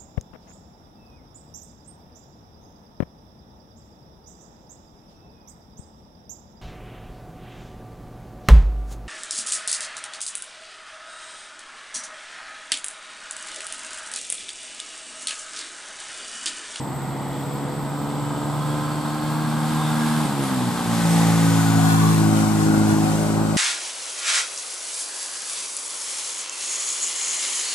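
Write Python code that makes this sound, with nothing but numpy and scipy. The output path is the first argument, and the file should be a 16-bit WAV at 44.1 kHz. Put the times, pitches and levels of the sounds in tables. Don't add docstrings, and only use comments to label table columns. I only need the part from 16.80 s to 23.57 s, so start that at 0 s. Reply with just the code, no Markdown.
import sys
import numpy as np
from scipy import signal
from scipy.fft import rfft, irfft, next_fast_len
from scipy.io import wavfile
from scipy.ndimage import uniform_filter1d

SR = 44100
rng = np.random.default_rng(int(sys.argv[2]) if len(sys.argv) > 2 else 0)


def put_to_file(sound):
    columns = np.atleast_2d(sound).T
    safe = np.clip(columns, -1, 1)
    whole_steps = np.round(safe * 32767)
    wavfile.write(sys.argv[1], SR, whole_steps.astype(np.int16))


N = 298557
TIME = np.arange(N) / SR
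SIZE = 2 * next_fast_len(N // 2 + 2048)
BINS = np.fft.rfftfreq(SIZE, 1 / SR)
SIDES = np.array([[.5], [-.5]])

# (time [s], closure [0-1])
THROTTLE_SHUT = [(3.46, 0), (3.48, 0.37), (4.15, 1), (4.26, 0.13)]


def undb(db):
    return 10 ** (np.asarray(db) / 20)


def curves(table):
    s, *columns = np.transpose(table)
    return [np.interp(TIME, s, c) for c in columns]


def across(points):
    hz, value = np.transpose(points)
    return np.interp(np.log(BINS + 1), np.log(hz), value)


def unit(x):
    return x / np.sqrt(np.mean(x ** 2))


def through(x, response):
    return unit(irfft(rfft(x, SIZE) * response, SIZE)[..., :N])


def resonance(hz, width):
    return 1j * BINS * width / (hz ** 2 - BINS ** 2 + 1j * BINS * width)


def swell(s, length):
    return np.exp(-.5 * ((TIME - s) / length) ** 2)


def walk(rate):
    hold = int(SR / rate)
    steps = rng.standard_normal(1024)[np.arange(N) // hold % 1024]
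    return unit(uniform_filter1d(uniform_filter1d(steps, hold), hold))


def air(side_db):
    mid, side = rng.standard_normal((2, N))
    return unit(mid + undb(side_db) * side * np.array([[1], [-1]]))


def pan(x, db):
    return x * undb(SIDES * db)


def roadside(x, wet_db, t60):
    t = TIME[:SR // 2]
    tail = rng.standard_normal((2, len(t))) * undb(-60 * t / t60) * (t > .004)
    tail /= np.sqrt(np.sum(tail ** 2, axis=1, keepdims=True))
    return x + undb(wet_db) * signal.fftconvolve(x[None], tail, axes=1)[:, :N]


def knocks(cycle, jitter_s, scatter_db):
    firing = np.arange(1, int(cycle[-1]))
    error, size = rng.standard_normal((len(firing), 2)).T
    at = np.clip((np.interp(firing, cycle, TIME) + jitter_s * error) * SR, 0, N - 2)
    whole, strength = at.astype(int), undb(scatter_db * size)
    first = np.bincount(whole, strength * (1 - at + whole), N)
    second = np.bincount(whole + 1, strength * (at - whole), N)
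    return unit(first + second)


def puffs(cycle, depth, side_db):
    return unit(air(side_db) * (1 + depth * np.exp(-(cycle % 1))))


def flares(table, noise):
    out = 0
    for s, length, hz, width, db in table:
        out = out + undb(db) * swell(s, length) * through(noise, resonance(hz, width) ** 2)
    return out


def exhaust(cycle, hz, db, bog):
    # (frequency [Hz], gain [dB])
    pipe = [(107, 0), (110.5, -1.5), (113, -11), (122, 3), (130, -6), (138, 1.5), (152, 0), (166, 3.5),
            (180, -2), (195, 5), (207, -11), (222, -10.5), (231, 1), (252, 5.5), (275, -7), (285, -3.5),
            (303, -3.5), (330, -15), (352, -12.5), (385, -35), (425, -14), (455, -22.5), (495, -10),
            (540, -23.5)]
    bog_db = [1, -0.5, 10, -1.5, 11, 6]
    coast_db = [0, 0, 4.5, -5, -11.5, -19]
    note_db = 0.46
    shaken = cycle + .002 * walk(30)
    shut, = curves(THROTTLE_SHUT)
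    gains = []
    for order, (change, coast) in enumerate(zip(bog_db, coast_db), 2):
        driven_db = (1 - shut) * np.interp(order * hz, *np.transpose(pipe))
        fading_db = 1.7 * walk(9)
        gains.append(undb(driven_db + shut * coast + bog * change + fading_db))
    gains = gains / np.linalg.norm(gains, axis=0) * undb(db + note_db)
    fundamental_db = np.interp(TIME, [3.5, 5, 6.2], [-58, -53, -47])
    note = -undb(fundamental_db) * np.sin(2 * np.pi * shaken)
    for order, gain in enumerate(gains, 2):
        lag = 1.1 * (order % 2)
        paths = .12 * walk(2)
        note = note - gain * np.sin(2 * np.pi * order * shaken - lag + paths)
    uneven_db = (0.45 + 0.7 * shut) * walk(70)
    cylinder_db = (-0.3 - 0.6 * bog) * np.cos(np.pi * cycle)
    return np.sqrt(2) * note * undb(uneven_db + cylinder_db)


def chuffs():
    # (peak time [s], level [dB], length [s], pitch [Hz], width of each of two resonances [Hz])
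    gusts = [(3.457, -24, 0.011, 215, 200), (3.505, -31, 0.022, 195, 80), (3.816, -32, 0.014, 281, 150),
             (3.89, -28, 0.022, 160, 90)]
    out = 0
    for s, db, length, hz, width in gusts:
        gust = through(rng.standard_normal(N), resonance(hz, width) ** 2)
        out = out + undb(db) * gust * swell(s, length)
    return out


def shell(cycle, db):
    # (frequency [Hz], gain [dB])
    shell_colour = [(300, -6), (380, 24), (435, 18), (500, 8), (560, 22), (640, 20.5), (760, -44)]
    blows = roadside(knocks(cycle, jitter_s=.0001, scatter_db=1.5), wet_db=-6, t60=.25)
    drive = blows + puffs(cycle, depth=2.6, side_db=-11)
    return undb(db) * through(drive, undb(across(shell_colour)))


def block():
    # (frequency [Hz], width [Hz], gain [dB])
    modes = [(770, 45, -5), (855, 26.5, 0.5), (877, 69, -3), (1056, 111, -3.5), (1282, 122, -6.5),
             (1506, 79, -9.5), (1629, 49, -12)]
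    response = 0
    for k, (hz, width, gain) in enumerate(modes):
        response = response + (-1) ** k * undb(gain) * resonance(hz, width)
    return response


def clatter(cycle, db):
    blows = roadside(knocks(cycle, jitter_s=.00009, scatter_db=4.0), wet_db=-0.5, t60=0.1)
    drive = undb(-7.5) * blows + puffs(cycle, depth=1.8, side_db=-22)
    return undb(db) * through(drive, block())


def panels(cycle):
    # (peak time [s], length [s], frequency [Hz], width of each of two resonances [Hz],
    # level [dB])
    ringing = [(2.99, 0.024, 1067, 110, -29.5), (3.3, 0.065, 864, 60, -35), (3.28, 0.11, 1626, 110, -38.5),
               (4.38, 0.13, 832, 60, -33), (5, 0.027, 733, 80, -32), (5.03, 0.16, 762, 80, -33.5),
               (5.06, 0.16, 1472, 69.9, -36), (5.25, 0.043, 1130, 80, -31), (5.47, 0.034, 755, 49.9, -31),
               (5.98, 0.12, 1426, 130, -38)]
    return flares(ringing, puffs(cycle, depth=3, side_db=-24))


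def singing(cycle, hz, db, bog):
    # (multiple of the firing rate [1],
    # level at high revs before a common lift [dB], level at low revs [dB])
    orders = [(8, -25, -15), (9, -20, -21), (10, -21, -19), (11, -18, -21), (12, -21, -22),
              (13, -18, -15.5), (14, -15, -12), (15, -20, -16), (17, -20, -22), (18, -21, -23),
              (20, -24, -21), (21, -19, -22), (22, -22, -27), (26, -36, -22), (27, -30, -15),
              (28, -32, -22)]
    # (multiple [1], peak time [s], length [s], lift [dB])
    lifts = [(14, 1.9, .55, 8), (9, 1.8, .55, 9), (12, 1.75, .22, 9), (17, 1.8, .4, 4), (18, 1.8, .5, 5),
             (10, 3, .3, 11), (11, 3.3, .15, 7), (10, 4.3, .17, 8), (15, 4.4, .2, 6), (9, 4.5, .22, 12),
             (8, 4.45, .15, 6), (10, 6.3, .3, 5), (13, 6.3, .4, 4), (14, 6.4, .4, 3)]
    high_revs_db = 1.5
    labour = np.interp(hz, [57, 70], [1, 0])
    breakup = 0.015 + labour * (0.1 - 0.015)
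    shut, = curves(THROTTLE_SHUT)
    tones = 0
    for order, high_db, low_db in orders:
        rough = breakup * (order - 4)
        rate = 12 + 2 * order
        turn = 2 * np.pi * order * cycle
        broken = walk(rate) * np.cos(turn) + walk(rate) * np.sin(turn)
        tone = (np.cos(turn) + rough * broken) / np.sqrt(.5 + rough ** 2)
        lift_db = sum(lift * swell(s, length) for multiple, s, length, lift in lifts if multiple == order)
        revs_db = (1 - labour) * (high_db + high_revs_db) + labour * low_db
        fade_db = 1.6 * walk(6)
        tones = tones + tone * undb(revs_db + lift_db + fade_db)
    return roadside(tones * undb(db + 2 * bog - 1.5 * shut), wet_db=-14, t60=0.2)


def gas(cycle, rush_db, bog):
    # (frequency [Hz], gain [dB])
    rasp_colour = [(1200, 0), (1900, 5.5), (2300, 3.5), (2750, 2.5), (3450, 1.5), (4400, 2.5), (5300, -1),
                   (6100, -10.5), (8000, -23)]
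    # (frequency [Hz], gain [dB])
    hiss_far = [(4000, 5), (6100, 9), (6700, 12.5), (7400, 12), (8400, 14), (9400, 12.5), (10600, 11),
                (12000, 7), (13500, 5), (15000, -23)]
    # (frequency [Hz], gain [dB])
    hiss_near = [(3500, -27), (5200, 3), (6100, 4.5), (6850, 6), (7600, 5), (8400, 7), (9500, 3),
                 (11000, 2), (13000, -4.5), (15000, -19)]
    rasp = through(puffs(cycle, depth=0.25, side_db=-7), undb(across(rasp_colour)))
    jet = puffs(cycle, depth=0.7, side_db=-4.5)
    intake = undb(-9.5) * through(jet, resonance(3460, 980) ** 2)
    near = np.interp(TIME, [3.8, 4.3], [0, 1])
    far_hiss = through(jet, undb(across(hiss_far)))
    near_hiss = through(jet, undb(across(hiss_near)))
    hiss = (1 - near) * far_hiss + near * near_hiss
    sizzle = undb(-46) * swell(5, 0.4) * through(jet, resonance(13200, 12000) ** 2)
    flutter_db = .55 * walk(16)
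    rasp_db = -4 + 0.73 * rush_db - 1.5 * bog
    rasping = undb(rasp_db) * (rasp + (1 - bog) * intake)
    hissing = undb(rush_db + 7) * hiss
    return undb(flutter_db) * (rasping + hissing + sizzle)


def turbo():
    # (time [s], frequency [Hz], level [dB])
    whistle = [(0, 2900, -67), (0.3, 2960, -61), (0.72, 3020, -62), (1.0, 3000, -66), (1.45, 3043, -57),
               (1.8, 3070, -60), (2.25, 3130, -57), (2.8, 3194, -73)]
    hz, db = curves(whistle)
    waver_hz, flicker_db = 34 * walk(45), 3.5 * walk(12)
    tone = np.sin(2 * np.pi * np.cumsum(hz + waver_hz) / SR)
    return undb(db) * unit(roadside(tone * undb(flicker_db), wet_db=-4, t60=0.11))


def whistles():
    # (peak time [s], length [s], frequency [Hz], width of each of two resonances [Hz], level [dB])
    whistling = [(.62, 0.2, 3320, 110, -56), (1.2, 0.2, 3470, 110, -65), (1.9, 0.13, 3320, 130, -51),
                 (2.0, 0.22, 4460, 90, -55), (2.45, 0.3, 4320, 450, -51), (3.05, 0.06, 3600, 400, -42),
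                 (3.46, 0.014, 8720, 220, -44), (3.652, 0.018, 10370, 110, -40.5),
                 (4.322, 0.036, 8400, 429, -37.5), (4.45, 0.25, 1900, 600, -38.5),
                 (4.9, 0.36, 6970, 419.4, -40.5)]
    return flares(whistling, air(side_db=-18))


def spread(x):
    # (time [s], added side against mid [dB])
    width_table = [(0, -18), (3.5, -37), (4.6, -16), (5.2, -4), (5.6, -4), (6.2, -4.5), (6.77, -8)]
    side_db, = curves(width_table)
    mid = rfft(x.mean(axis=0), SIZE)
    side = 0
    for delay in rng.uniform(.001, .009, 6):
        delayed = irfft(mid * np.exp(-2j * np.pi * BINS * delay), SIZE)[:N]
        side = side + walk(14) * delayed / np.sqrt(6)
    return x + undb(side_db) * side * np.array([[1], [-1]])


def draw_level(x):
    # (time [s], closeness [0-1])
    closeness = [(3.4, 0), (4.6, 0.52), (5.4, 0.94)]
    # (frequency [Hz], phase [rad])
    near_lead = [(50, 0.2), (130, 0.44), (270, 0.48), (500, 0.88), (900, 0.55), (1500, 0.85), (3500, 1.1),
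                 (8000, 1.27), (14000, 1.7)]
    near, = curves(closeness)
    shift = np.exp(1j * SIDES * across(near_lead))
    early_left = irfft(rfft(x, SIZE) * shift, SIZE)[:, :N]
    return (1 - near) * x + near * early_left


def motorbike():
    return undb(-49.5) * swell(0.31, 0.98) * through(air(side_db=-44), resonance(1940, 580) ** 2)


def traffic():
    # (time [s], level [dB])
    rumble_level = [(0, -31.5), (3.3, -32.5), (4.4, -32), (5.2, -34.5), (6.0, -29), (6.77, -32.5)]
    # (frequency [Hz], gain [dB])
    traffic_colour = [(20, -36), (35, -40), (48, -16), (85, -15.5), (125, -8), (165, -2), (200, -7),
                      (245, -4.5), (310, -6.5), (390, -15.5), (900, -11.5), (3000, -82)]
    rumble_db, = curves(rumble_level)
    rumble = through(air(side_db=-17.5), undb(across(traffic_colour))) * undb(rumble_db)
    drone_hz = 122 * (1 + 0.01146 * walk(3.0))
    waver_db = 3.5 * walk(5)
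    drone_db = np.interp(TIME, [0, 3, 5], [-43, -45, -52]) + waver_db
    drone = np.sqrt(2) * undb(drone_db) * np.sin(2 * np.pi * np.cumsum(drone_hz) / SR)
    return rumble + drone


def insects():
    # (time [s], frequency [Hz])
    cricket = [(0, 13900), (.7, 13820), (1.45, 14010), (2.55, 13790), (3.35, 14020), (4.4, 13800),
               (5.3, 14000), (6.3, 13820), (6.77, 13920)]
    chorus = through(air(side_db=-7.5), resonance(7870, 870) ** 2) * undb(-47.0 + .5 * walk(3.7))
    hz, = curves(cricket)
    stroke_hz = 235 + 8 * walk(9)
    strokes = 1 + 0.43 * np.cos(2 * np.pi * np.cumsum(stroke_hz) / SR)
    whine = strokes * np.sin(2 * np.pi * np.cumsum(hz + 18 * walk(120)) / SR)
    return pan(chorus, db=2.5) + undb(-54.0) * unit(roadside(whine, wet_db=18, t60=0.25))


def scene():
    # (time [s], firing rate [Hz])
    firing_rate = [(0.0, 68), (0.54, 69.4), (0.85, 70.9), (1.3, 72.1), (2.0, 74.2), (2.6, 76.4),
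                   (2.85, 76.95), (3.05, 76.7), (3.38, 77.3), (3.44, 76), (3.475, 72.3), (3.6, 69.3),
                   (3.7, 66.06), (3.9, 58.7), (4.08, 57.7), (4.2, 56.25), (4.35, 56.15), (4.6, 55.55),
                   (4.9, 54.85), (5.05, 54.25), (5.25, 54.35), (5.6, 53.55), (6.1, 53.1), (6.3, 53.45),
                   (6.42, 53.2), (6.6, 54), (6.77, 53.5)]
    # (time [s], level before a small trim [dB])
    loudness = [(0.0, -31.5), (1.19, -29), (1.87, -26), (2.36, -28.5), (2.47, -25), (3.24, -22.5),
                (3.44, -21.5), (3.475, -28), (3.55, -27), (3.61, -24), (3.68, -26), (3.77, -23), (3.9, -26),
                (3.95, -30.5), (4.13, -22), (4.2, -20.5), (4.3, -17), (4.73, -16.5), (4.84, -18.5),
                (4.96, -16.5), (5.5, -16.5), (5.75, -19), (5.93, -16.5), (6.2, -18), (6.43, -22.5),
                (6.56, -20.5), (6.77, -22.5)]
    # (time [s], level before a trim [dB])
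    boom = [(0.0, -48), (0.11, -64), (1.98, -42), (2.73, -54), (4.02, -42), (4.43, -34.5), (5.19, -42),
            (5.39, -36), (5.69, -41), (5.79, -36.5), (6.71, -27.5), (6.77, -27)]
    # (time [s], combustion clatter [dB], rush of gas and air [dB])
    effort = [(0.0, -41, -58.5), (0.07, -37.5, -59.5), (1.26, -34.5, -57), (2.02, -31.5, -51.5),
              (2.32, -31.5, -52), (3.36, -27, -43.5), (3.6, -31.5, -47.5), (3.64, -29.5, -45.5),
              (3.9, -30, -46), (4.32, -27, -39), (4.73, -26.5, -39.5), (5.19, -27.5, -42),
              (5.71, -30, -42.5), (6.43, -31.5, -43.5), (6.62, -30.5, -49), (6.77, -32.5, -47.5)]
    # (time [s], left minus right [dB])
    bearing = [(0, -4), (3.5, -1.5), (4.5, -0.3), (5.15, 3.5), (5.6, 4), (6.2, 1), (6.77, 1)]
    hz, = curves(firing_rate)
    note_db, = curves(loudness)
    boom_db, = curves(boom)
    effort_db, rush_db = curves(effort)
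    pan_db, = curves(bearing)
    cycle = np.cumsum(hz) / SR
    bog = np.clip((TIME - 5.38) / 0.65 + .5, 0, 1)
    note = roadside(exhaust(cycle, hz, note_db, bog) + chuffs(), wet_db=-21, t60=.12)
    knocking = shell(cycle, boom_db - 5.5) + clatter(cycle, effort_db - 3.5)
    engine = knocking + panels(cycle) + singing(cycle, hz, effort_db - 1.5, bog)
    rush = gas(cycle, rush_db, bog) + turbo() + whistles()
    placed_note = pan(note, -0.5 + 0.16 * pan_db)
    placed_noise = spread(pan(engine, pan_db) + pan(rush, 0.57 * pan_db))
    return draw_level(placed_note + placed_noise) + traffic() + motorbike() + insects()


def record(dry):
    # (frequency [Hz], left minus right [dB])
    balance = [(30, -1), (60, 0), (110, -1.1), (200, 0.7), (380, 0.5), (690, 2), (1280, 1.3), (2400, 0.5),
               (8000, 1.5), (14000, -1)]
    # (frequency [Hz], phase [rad])
    lead = [(30, 0.7), (130, 0.43), (270, 0.3), (500, 0.52), (900, 0.32), (1500, 0.05), (3000, 0.16),
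            (14000, 0.55)]
    ports = undb(SIDES * across(balance)) * np.exp(1j * SIDES * across(lead))
    heard = irfft(rfft(dry, SIZE) * ports, SIZE)[:, :N]
    low_pass = signal.ellip(10, .2, 80, 15100, fs=SR, output="sos")
    return signal.sosfilt(low_pass, heard)


dry = scene()
out = record(dry)
put_to_file(out)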